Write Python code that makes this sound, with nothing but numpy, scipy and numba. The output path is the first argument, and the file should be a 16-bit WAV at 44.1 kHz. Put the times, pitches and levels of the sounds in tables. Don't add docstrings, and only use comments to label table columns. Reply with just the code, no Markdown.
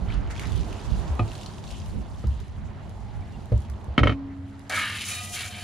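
import sys
import numpy as np
from scipy import signal
from scipy.fft import rfft, irfft
from scipy.io import wavfile
from scipy.ndimage import uniform_filter1d
from numba import njit

SR = 44100
rng = np.random.default_rng(int(sys.argv[2]) if len(sys.argv) > 2 else 0)


def materialize(psi):
    bounded = np.clip(np.atleast_2d(psi).T, -1, 1)
    quanta = np.round(bounded * 32767).astype(np.int16)
    wavfile.write(sys.argv[1], SR, quanta)


N = 248283
T = np.arange(N) / SR

# time_s, level_db
FAR_LEVEL = [(0, -46.5), (.5, -44), (1.13, -43.5), (1.44, -48), (2.37, -52), (3.15, -51.5), (4.06, -49.5),
             (4.5, -56.5), (5.63, -56.5)]
WIND_LEVEL = [(0, -33.5), (.39, -39.5), (.48, -32), (.74, -35), (.8, -45.5), (.92, -31), (1.02, -38),
              (1.29, -38.5), (1.43, -43.5), (1.65, -47), (1.9, -38.5), (1.955, -34), (2.04, -41.5),
              (2.68, -46), (3.28, -44.5), (4.11, -53), (4.3, -52), (5.0, -63), (5.3, -61), (5.63, -54)]
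# frequency_hz, level_db
FAR_COLOUR = [(71, -54), (120, -23), (147, -5), (212, -15), (271, -15), (332, -14), (530, -19.5),
              (636, -17.5), (863, -17), (1690, -32), (4050, -41.5), (9710, -64), (15500, -82)]
WIND_COLOUR = [(18, -31), (30, 5), (55, 8.5), (80, 1.5), (150, -5.5), (230, -11), (400, -30), (800, -43.5)]
# pitch_hz, filter_width_hz, level_db
MOTOR_BANDS = [(92.8, 31, -41.5), (204.6, 37.4, -51.5)]
# start_s, length_s, start_hz, end_hz, level_db
CHIRPS = [(3.209, 0.028, 2400, 2190, -56), (3.336, 0.028, 2870, 2680, -54)]

# time_s, level_db
TRICKLE_LEVEL = [(0, -60), (.27, -64), (.5, -49), (.66, -55), (.8, -51.5), (1.0, -51), (1.15, -58),
                 (1.3, -50.5), (1.52, -52), (1.63, -57), (1.71, -49), (1.85, -55.5), (2.0, -59.5),
                 (2.4, -60), (2.7, -66.5), (3.62, -62), (4.2, -74.5), (4.69, -62.5)]
# peak_s, level_db, rise_s, treble_share_db
SPLASHES = [(0.122, -42.5, 0.032, -31), (0.308, -42, 0.0082, -6.5), (0.421, -45, 0.051, -20)]
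# start_s, level_db, bubble_hz
DROPS = [(.141, -37, 1400), (0.273, -50, 2300), (0.309, -40, 1640), (.3464, -50, 3000), (.354, -42, 4000),
         (0.363, -33, 2310), (.372, -44, 2700), (0.379, -34, 3160), (0.3952, -28, 2180), (.4124, -35, 3530),
         (0.4255, -40, 5900), (.4344, -33, 2120), (.4544, -32, 2000), (0.5197, -38, 3320),
         (0.602, -42, 4800), (.6094, -41, 6300), (0.632, -41, 2290), (0.646, -42, 4000), (0.728, -36, 2420),
         (0.9047, -47, 3600), (0.925, -42, 3330), (1.0785, -37, 4630), (1.278, -38.5, 2610),
         (1.317, -35.5, 2930), (1.3528, -32.5, 4100), (1.3872, -43, 2780), (1.4122, -35, 3370),
         (1.4324, -37, 4860), (1.4615, -26, 4200), (1.5373, -47, 3280), (1.583, -41, 2630),
         (1.64, -38, 3670), (1.6764, -36, 4000), (1.706, -37, 2640), (1.7113, -33.5, 5430),
         (1.7244, -41, 4520), (1.7714, -48, 6190), (1.801, -40, 6060), (1.818, -45, 3300),
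         (2.402, -49, 3630), (3.6498, -53, 2940), (4.797, -35, 1720), (4.8997, -21.5, 1707)]
# start_s, level_db
TICKS = [(0.3965, -33), (0.471, -38), (0.563, -39), (0.577, -40), (0.728, -40), (1.1533, -43), (1.433, -46),
         (1.8616, -40), (2.2709, -40.5), (2.402, -45), (2.895, -43.5), (3.457, -45), (3.5264, -49),
         (3.578, -42), (3.6044, -46), (3.6197, -49), (3.699, -39.5), (3.8437, -46), (4.594, -47)]

# start_s, joist_db, board_db, push_ms
THUDS = [(1.103, -22.5, -31, 2.3), (1.197, -48, -18, 3.26), (1.215, -32, -18, 3.5),
         (2.240, -67, -19.5, 2.7), (2.262, -19, -16.5, 6.4), (3.518, -51, -12.5, 3.2),
         (3.533, -19, -14.5, 5.8), (3.695, -30, -34, 5.7), (3.881, -29, -29, 1.6), (3.982, -34, -19.5, 1.6),
         (4.009, -16, -20, 4.8), (4.019, -44, -15, 1.5), (4.034, -30, -14.5, 3.1), (4.053, -43, -22, 1.2),
         (4.075, -28, -23, 1.4), (4.092, -33, -25.5, 1.8)]
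# pitch_hz, level_db, t60_s
JOIST_MODES = [(68.4, 8.5, 0.38)]
BOARD_MODES = [(107.3, 1.5, 0.19), (137.2, -16, 0.34), (200, -10.5, 0.16), (316, -14, 0.072),
               (440, -8, 0.031), (477.5, -17.5, 0.29)]
# pitch_hz, width_hz, level_db
DRAG_BANDS = [(700, 100, -7), (840, 46, 0)]
# start_s, base_db, wall_db, hollow_db, contact_ms
KNOCKS = [(1.1875, -55, -45, -65, 0.11), (1.1932, -41, -17, -25, 0.34), (2.237, -46.5, -33.5, -35.5, 0.84),
          (3.519, -47, -25, -16.5, 1.3), (3.9785, -19.5, -33, -25, 0.055), (3.990, -23, -23, -21.5, 0.21),
          (4.0324, -18.5, -30, -18, 0.36), (4.055, -29, -40, -15.5, 1.5), (4.0712, -20.5, -37, -21.5, 0.26),
          (4.0938, -29, -25, -25, .2), (4.111, -34, -49, -44, 0.81), (4.121, -36, -53, -47, 0.28)]
# start_s, level_db
RIM_BLOWS = [(3.98, -24.5), (4.0728, -25), (4.115, -26)]
# pitch_hz, level_db, t60_s before added damping
BASE_MODES = [(549, -5, 0.12), (764, -18, 0.12), (1060, -8, 0.054), (1150, -6, 0.08), (1317, 6.5, 0.05),
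              (1428, -1, 0.035), (1873, 0, 0.06), (2193, 1.5, 0.07), (2718, 2.5, 0.025), (3060, 1.5, 0.09),
              (3305, -10, .05), (3682, -16, 0.15), (3900, -11, 0.04), (4210, -17, 0.07), (4890, -24, 0.05),
              (5500, -30, 0.05), (6492, -27, 0.09), (7840, -28, .05)]
WALL_MODES = [(343.4, -9.5, 0.43), (723, -8, 0.31), (855, -6, 0.082), (1225, -3, 0.17), (2420, -19, 0.36),
              (2542, -13, 0.2), (2570, -13, 0.09), (2900, -15, .1), (3370, -18, 0.17), (3930, -12, 0.066),
              (4300, -24, 0.22)]
HOLLOW_MODES = [(441, -8.5, 0.091), (522, -8, 0.077), (600, -9.5, 0.16)]
WET_BASE_MODES = [(652, 5, 0.11), (736, 4.5, 0.13), (850, 5, 0.097), (1295, -0.5, 0.14), (1408, -4, 0.2),
                  (1575, -10.5, 0.071), (1685, -2, 0.034), (1790, -1, 0.031), (2174, -3, 0.08),
                  (2330, 1.5, 0.043), (2675, -0.5, 0.045), (2810, -3.5, 0.096), (3096, 1.5, 0.065),
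                  (3670, 0.5, 0.024), (4100, -8, 0.052), (4810, -3, 0.035)]
WET_WALL_MODES = [(1240, -1, .5), (1970, -2, .3), (2430, 2, .25), (2940, -6, .2), (3790, -3, .15),
                  (4330, -5, .3)]
# pitch_hz, phase_rad
PORT_PHASE = [(100, .45), (380, .2), (700, .4), (1290, .5), (2400, .17), (4400, .25), (8000, .5)]

# time_s, spray_db, hiss_db, wall_db
JET_LEVELS = [(4.696, -39, -37.5, -60), (4.72, -36.5, -43.5, -63), (4.77, -35, -36, -56),
              (4.85, -36, -40.5, -60), (4.91, -40.5, -46.5, -66), (4.97, -36.5, -43, -60),
              (4.997, -40, -48, -55), (5.012, -36, -39.5, -50), (5.04, -37, -44, -60),
              (5.055, -41.5, -37, -61), (5.08, -38.5, -33, -50), (5.135, -40, -38.5, -41.5),
              (5.21, -44, -40, -49), (5.26, -47, -39.5, -53), (5.315, -56, -45.5, -56),
              (5.35, -36, -37, -54), (5.375, -37, -37.5, -63), (5.42, -37.5, -39.5, -63),
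              (5.46, -40.5, -42, -57), (5.495, -49, -47.5, -58), (5.54, -44.5, -48, -59),
              (5.63, -46, -49, -58)]
# time_s, pitch_hz
SPOT_PITCH = [(4.697, 1250), (4.82, 1950), (4.92, 2050), (5.03, 2900), (5.1, 2510), (5.35, 3000),
              (5.39, 2320), (5.46, 1920), (5.52, 2600), (5.63, 2470)]
HOSE_ON_S = JET_LEVELS[0][0]

# frequency_hz, level_db
WASH_COLOUR = [(1200, -23), (2200, -15), (3000, 3.5), (4500, -9), (7000, -41)]
SLAP_COLOUR = [(600, -20), (1300, 0), (2000, -1), (3200, -18)]
CRACKLE_COLOUR = [(3000, -11.5), (5000, -13.5), (8000, -8.5), (11000, -22), (13000, -15), (15500, -44)]
SPLAT_COLOUR = [(1200, -58), (2500, 9.5), (7000, 2.5), (12000, -16)]
TICK_COLOUR = [(4000, 1), (8000, 4), (15000, -6)]
SPATTER_COLOUR = [(1500, -21), (3500, 4), (9000, -3), (14000, -18)]
RATTLE_COLOUR = [(120, 0), (250, 11), (500, -7), (2500, -12), (5000, -29), (10000, -46), (15000, -64)]
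SPRAY_COLOUR = [(1200, -29), (2200, -13), (3000, 10), (4300, 5), (6000, -12)]
NOZZLE_COLOUR = [(3000, -9), (5000, -1), (7500, 4), (10000, 2), (13000, -4), (15700, 4)]


def undb(db):
    return 10 ** (np.asarray(db) / 20)


def unit(x):
    return x / np.sqrt(np.mean(x ** 2))


def curves(table):
    time_s, *columns = np.transpose(table)
    return [np.interp(T, time_s, column) for column in columns]


def at_pitch(hz, points):
    point_hz, values = np.transpose(points)
    return np.interp(np.log(hz), np.log(point_hz), values)


def band(x, hz, width_hz):
    return signal.lfilter(*signal.iirpeak(hz, hz / width_hz, SR), x)


def butter(x, order, hz, kind):
    return signal.sosfilt(signal.butter(order, hz, kind, fs=SR, output="sos"), x)


def pan(x, db):
    return x * undb(np.array([db, -db]) / 2).reshape(2, -1)


def walk(rate_hz):
    hold = int(SR / rate_hz)
    steps = np.repeat(rng.standard_normal(N // hold + 1), hold)
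    smooth = uniform_filter1d(uniform_filter1d(steps, hold), hold)[:N]
    return smooth / smooth.std()


def noise(colour, spread, flicker_db=0, rate_hz=10):
    gain = undb(at_pitch(np.maximum(np.fft.rfftfreq(N, 1 / SR), 1), colour))
    x = irfft(rfft(rng.standard_normal((2, N))) * gain, N)
    if flicker_db:
        low_hz, high_hz = colour[0][0], colour[-1][0]
        centres = low_hz * 2 ** np.arange(.35, np.log2(high_hz / low_hz), .7)
        x = sum(band(x, hz, hz / 2) * undb(flicker_db * walk(rate_hz)) for hz in centres)
    mid, side = x
    return unit(np.array([mid + spread * side, mid - spread * side]))


def pushes(start_s, level_db, contact_ms):
    force = np.zeros(N)
    for s, gain, ms in np.broadcast(start_s, undb(level_db), contact_ms):
        pulse = np.hanning(max(int(ms * SR / 1000), 1) + 2)
        force[int(s * SR):int(s * SR) + len(pulse)] += gain * pulse / pulse.sum()
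    return force


def burst(start_s, level_db, colour, decay_ms, spread, rise_ms=0):
    pole = np.exp(-1000 / (decay_ms * SR))
    return signal.lfilter([1], [1, -pole], pushes(start_s, level_db, rise_ms)) * noise(colour, spread)


def ring(force, modes, damp=1, late_ms=0, width=0, bend=0):
    out = np.zeros((2, N))
    first = np.argmax(force != 0)
    for (hz, db, t60), (late, side) in zip(modes, rng.random((len(modes), 2))):
        pole = np.exp(2j * np.pi * hz / SR - np.log(1000) * damp / (t60 * SR))
        sway = np.exp(2j * np.pi * hz / SR * np.cumsum(bend * walk(8)[first:])) if bend else 1
        tone = sway * signal.lfilter([undb(db)], [1, -pole], force[first:] / sway + 1e-18)
        tone = np.roll(tone, int(late * late_ms * SR / 1000))
        phase = width * np.sign(side - .5) * at_pitch(hz, PORT_PHASE)
        out[:, first:] += (tone * np.exp(1j * phase * np.array([[1], [-1]]))).imag
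    return out


def distance():
    far = noise(FAR_COLOUR, spread=.53, flicker_db=2.3, rate_hz=12) * undb(curves(FAR_LEVEL)[0] + 4)
    hum = sum(undb(db) * unit(band(band(rng.standard_normal(N), hz, width), hz, width))
              for hz, width, db in MOTOR_BANDS)
    return pan(far, -4.5) + hum


def chirps():
    out = np.zeros(N)
    for start_s, length_s, start_hz, end_hz, db in CHIRPS:
        progress = np.clip((T - start_s) / length_s, 0, 1)
        cycles = length_s * progress * (start_hz + (end_hz - start_hz) * progress / 2)
        out += undb(db) * np.sin(np.pi * progress) * np.sin(2 * np.pi * cycles)
    return out


def wind(calm_db=-41.5):
    level_db = curves(WIND_LEVEL)[0]
    lean_db = 2.5 * walk(4) - 1.5 * np.maximum(level_db - calm_db, 0)
    buffeting = noise(WIND_COLOUR, spread=.9, flicker_db=4.3, rate_hz=14)
    return pan(buffeting * undb(level_db + 6.5 + 1.8 * walk(11.27)), lean_db)


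@njit
def bubbles(start_s, hz, cycles, left, right, glide):
    out = np.zeros((2, N))
    for k in range(len(start_s)):
        start, life, phase = int(start_s[k] * SR), cycles[k] * SR / hz[k], 0.
        for i in range(min(int(2 * life), N - start)):
            phase += 2 * np.pi * hz[k] * (1 + glide * i / life) / SR
            tone = np.sin(phase) * np.exp(-3 * i / life)
            out[0, start + i] += left[k] * tone
            out[1, start + i] += right[k] * tone
    return out


def fizz(count, start_s, end_s, low_hz, octaves, cycles, scatter_db, tilt_db):
    when, pitch, strength, life, side = rng.random((count, 5)).T
    gain = undb(-scatter_db * np.log(1.02 - strength) + tilt_db * octaves * pitch)
    lean = undb(1.5 * side)
    onset_s = start_s + (end_s - start_s) * when
    hz = low_hz * 2 ** (octaves * pitch)
    swarm = bubbles(onset_s, hz, cycles * (.43 + life), gain * lean, gain / lean, glide=.2)
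    return unit(swarm) * np.sqrt((end_s - start_s) * SR / N)


def splash_swell(peak_s, db, rise_s, fall_per_rise=1.7):
    late = (T - peak_s) / rise_s
    return undb(db) * np.where(late < 0, np.exp(-late ** 2), np.exp(-np.maximum(late, 0) / fall_per_rise))


def trickle(flow, splash, treble_flow, seep_db=-65, seep_slap_db=-61):
    wash = undb(-8.5) * noise(WASH_COLOUR, spread=.42, flicker_db=5, rate_hz=40)
    wash += undb(-12) * fizz(2500, 0, 4.7, low_hz=2234, octaves=1.45, cycles=11,
                             scatter_db=7, tilt_db=-4.5)
    slap = noise(SLAP_COLOUR, spread=.6, flicker_db=3.5, rate_hz=35)
    crackle = undb(-3) * noise(CRACKLE_COLOUR, spread=.95, flicker_db=3.2, rate_hz=45)
    crackle += undb(-7) * fizz(2500, 0, 4.7, low_hz=3600, octaves=1.4, cycles=20,
                               scatter_db=3, tilt_db=-5)
    wash *= flow + splash + undb(seep_db)
    slap *= undb(.1) * splash + undb(seep_slap_db)
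    return wash + slap + treble_flow * crackle


def drops(typical_db=-37.5):
    start_s, db, hz = np.transpose(DROPS)
    left, right = pan(undb(db), 1.5 * rng.standard_normal(len(db)))
    plinks = bubbles(start_s, hz, np.full(len(db), 11.), left, right, glide=.092)
    splat_db = -45 + .6 * (db - typical_db)
    return plinks + burst(start_s, splat_db, SPLAT_COLOUR, decay_ms=4.5, spread=.16)


def spatter(flow, count=260):
    ticks = burst(*np.transpose(TICKS), TICK_COLOUR, decay_ms=1.4, spread=1)
    when, strength = rng.random((count, 2)).T
    start_s = when * HOSE_ON_S
    db = 20 * np.log10(flow[(start_s * SR).astype(int)]) - 4 - 3 * np.log(1 - strength)
    return ticks + burst(start_s, db, SPATTER_COLOUR, decay_ms=2.1, spread=.67)


def deck_scatter(x, tail_db=-33, t60_s=.21):
    t = T[:SR // 10]
    tail = undb(tail_db - 60 * t / t60_s) * rng.standard_normal((2, len(t)))
    return x + signal.fftconvolve(x, tail, axes=1)[:, :N]


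def poured_water():
    flow = undb(curves(TRICKLE_LEVEL)[0])
    splash = sum(splash_swell(s, db, rise) for s, db, rise, _ in SPLASHES)
    treble_flow = flow + sum(splash_swell(s, db + share, rise) for s, db, rise, share in SPLASHES)
    running = trickle(flow, splash, treble_flow) * (T < HOSE_ON_S)
    return running + deck_scatter(drops() + spatter(treble_flow))


def deck_thuds(settle_s=.073):
    start_s, joist_db, board_db, push_ms = np.transpose(THUDS)
    boards = ring(pushes(start_s, board_db, push_ms), BOARD_MODES, width=.74)
    stilled = ring(1. * (T == 0), JOIST_MODES)[0] / (1 + (T / settle_s) ** 4)
    joist = signal.fftconvolve(pushes(start_s, joist_db, push_ms), stilled[:SR // 2])[:N]
    return butter(joist + pan(boards, -2.5), 2, 50, "high")


def rim_drag(start_s=2.66, end_s=3.69):
    pressure = np.sin(np.pi * np.clip((T - start_s) / (end_s - start_s), 0, 1)) ** .5
    rub = sum(undb(db + 2 * walk(22)) * unit(band(rng.standard_normal(N), hz, width))
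              for hz, width, db in DRAG_BANDS)
    return undb(-56) * pressure * rub


def pot_knocks(rim_hz=275, rim_t60_s=1.91):
    start_s, base_db, wall_db, hollow_db, contact_ms = np.transpose(KNOCKS)
    pot = ring(pushes(start_s, base_db, contact_ms), BASE_MODES, damp=1.28, late_ms=2.237, width=.56)
    pot += ring(pushes(start_s, wall_db, contact_ms), WALL_MODES, damp=2.6, late_ms=1.8, width=.67)
    pot += ring(pushes(start_s, hollow_db, contact_ms), HOLLOW_MODES, late_ms=2.42, width=.75)
    rattle_db = np.maximum(base_db, wall_db - 13.5) + 2.5
    rattle = burst(start_s, rattle_db, RATTLE_COLOUR, decay_ms=12, spread=.46, rise_ms=3)
    rim = ring(pushes(*np.transpose(RIM_BLOWS), contact_ms=1), [(rim_hz, 0, rim_t60_s)])
    return butter(pot, 4, 8500, "low") + rattle + rim


def jet_spray(spray_db, hiss_db):
    spray = undb(-9) * noise(SPRAY_COLOUR, spread=.2, flicker_db=2.5, rate_hz=40)
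    spray += undb(-1.5) * fizz(900, 4.69, 5.63, low_hz=2090, octaves=1.14, cycles=6.9,
                               scatter_db=2, tilt_db=2.5)
    hiss = noise(NOZZLE_COLOUR, spread=.59, flicker_db=1.7, rate_hz=35)
    flutter_db = 1.7 * (walk(30) + walk(200))
    return undb(spray_db) * spray + undb(hiss_db + flutter_db) * hiss


def jet_on_wall(pelt, wall_db, low_start_s=5.1, low_hz=716, low_t60_s=.14):
    wall = sum(undb(db) * unit(ring(pelt, [(hz, 0, t60)], width=1.57)) for hz, db, t60 in WET_WALL_MODES)
    low_db = -62 + 1.3 * walk(9)
    low_tone = unit(ring(pelt * (T > low_start_s), [(low_hz, 0, low_t60_s)], width=.87))
    return undb(wall_db - 6.5) * wall + undb(low_db) * low_tone


def jet_on_base(pelt, spray_db, cover_s=.25, water_damp=1.55):
    since_s = np.maximum(T - HOSE_ON_S, 0)
    bare = np.exp(-(since_s / cover_s) ** 4)
    spot_hz = curves(SPOT_PITCH)[0]
    drum = np.zeros((2, N))
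    for hz, db, t60 in WET_BASE_MODES[3:]:
        off_spot_db = -11.5 * np.log2(hz / spot_hz) ** 2
        flicker_db = 1.32 * walk(35) + 1.6 * walk(12)
        mode = ring(pelt, [(hz, 0, t60)], water_damp, width=.54, bend=.02)
        drum += undb(db + off_spot_db + flicker_db) * unit(band(mode, hz, hz / 3))
    boom = unit(band(ring(pelt, WET_BASE_MODES[:3], water_damp, width=.82), 690, 330))
    return undb(spray_db - 14 + 8.5 * bare) * drum + undb(-42 - 130 * since_s) * boom


def hose():
    spray_db, hiss_db, wall_db = curves(JET_LEVELS)
    running = T > HOSE_ON_S
    base_pelt, wall_pelt = running * rng.standard_normal((2, N)) * undb(3.2 * rng.standard_normal((2, N)))
    pot = jet_on_base(base_pelt, spray_db) + jet_on_wall(wall_pelt, wall_db)
    return pot + running * jet_spray(spray_db, hiss_db)


def scene():
    background = wind() + distance() + chirps()
    return background + poured_water() + pot_knocks() + deck_thuds() + rim_drag() + hose()


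def record(dry):
    ports = np.array([x + 1.3 * band(x, peak_hz, 330) - .6 * band(x, dip_hz, 1100)
                      for x, peak_hz, dip_hz in zip(dry, (9500, 9800), (8600, 8300))])
    ports = butter(ports, 2, 36, "high")
    ports = butter(ports, 2, 11500, "low")
    return signal.sosfilt(signal.ellip(12, .2, 80, 15600, fs=SR, output="sos"), ports)


dry = scene()
out = record(dry)
materialize(out)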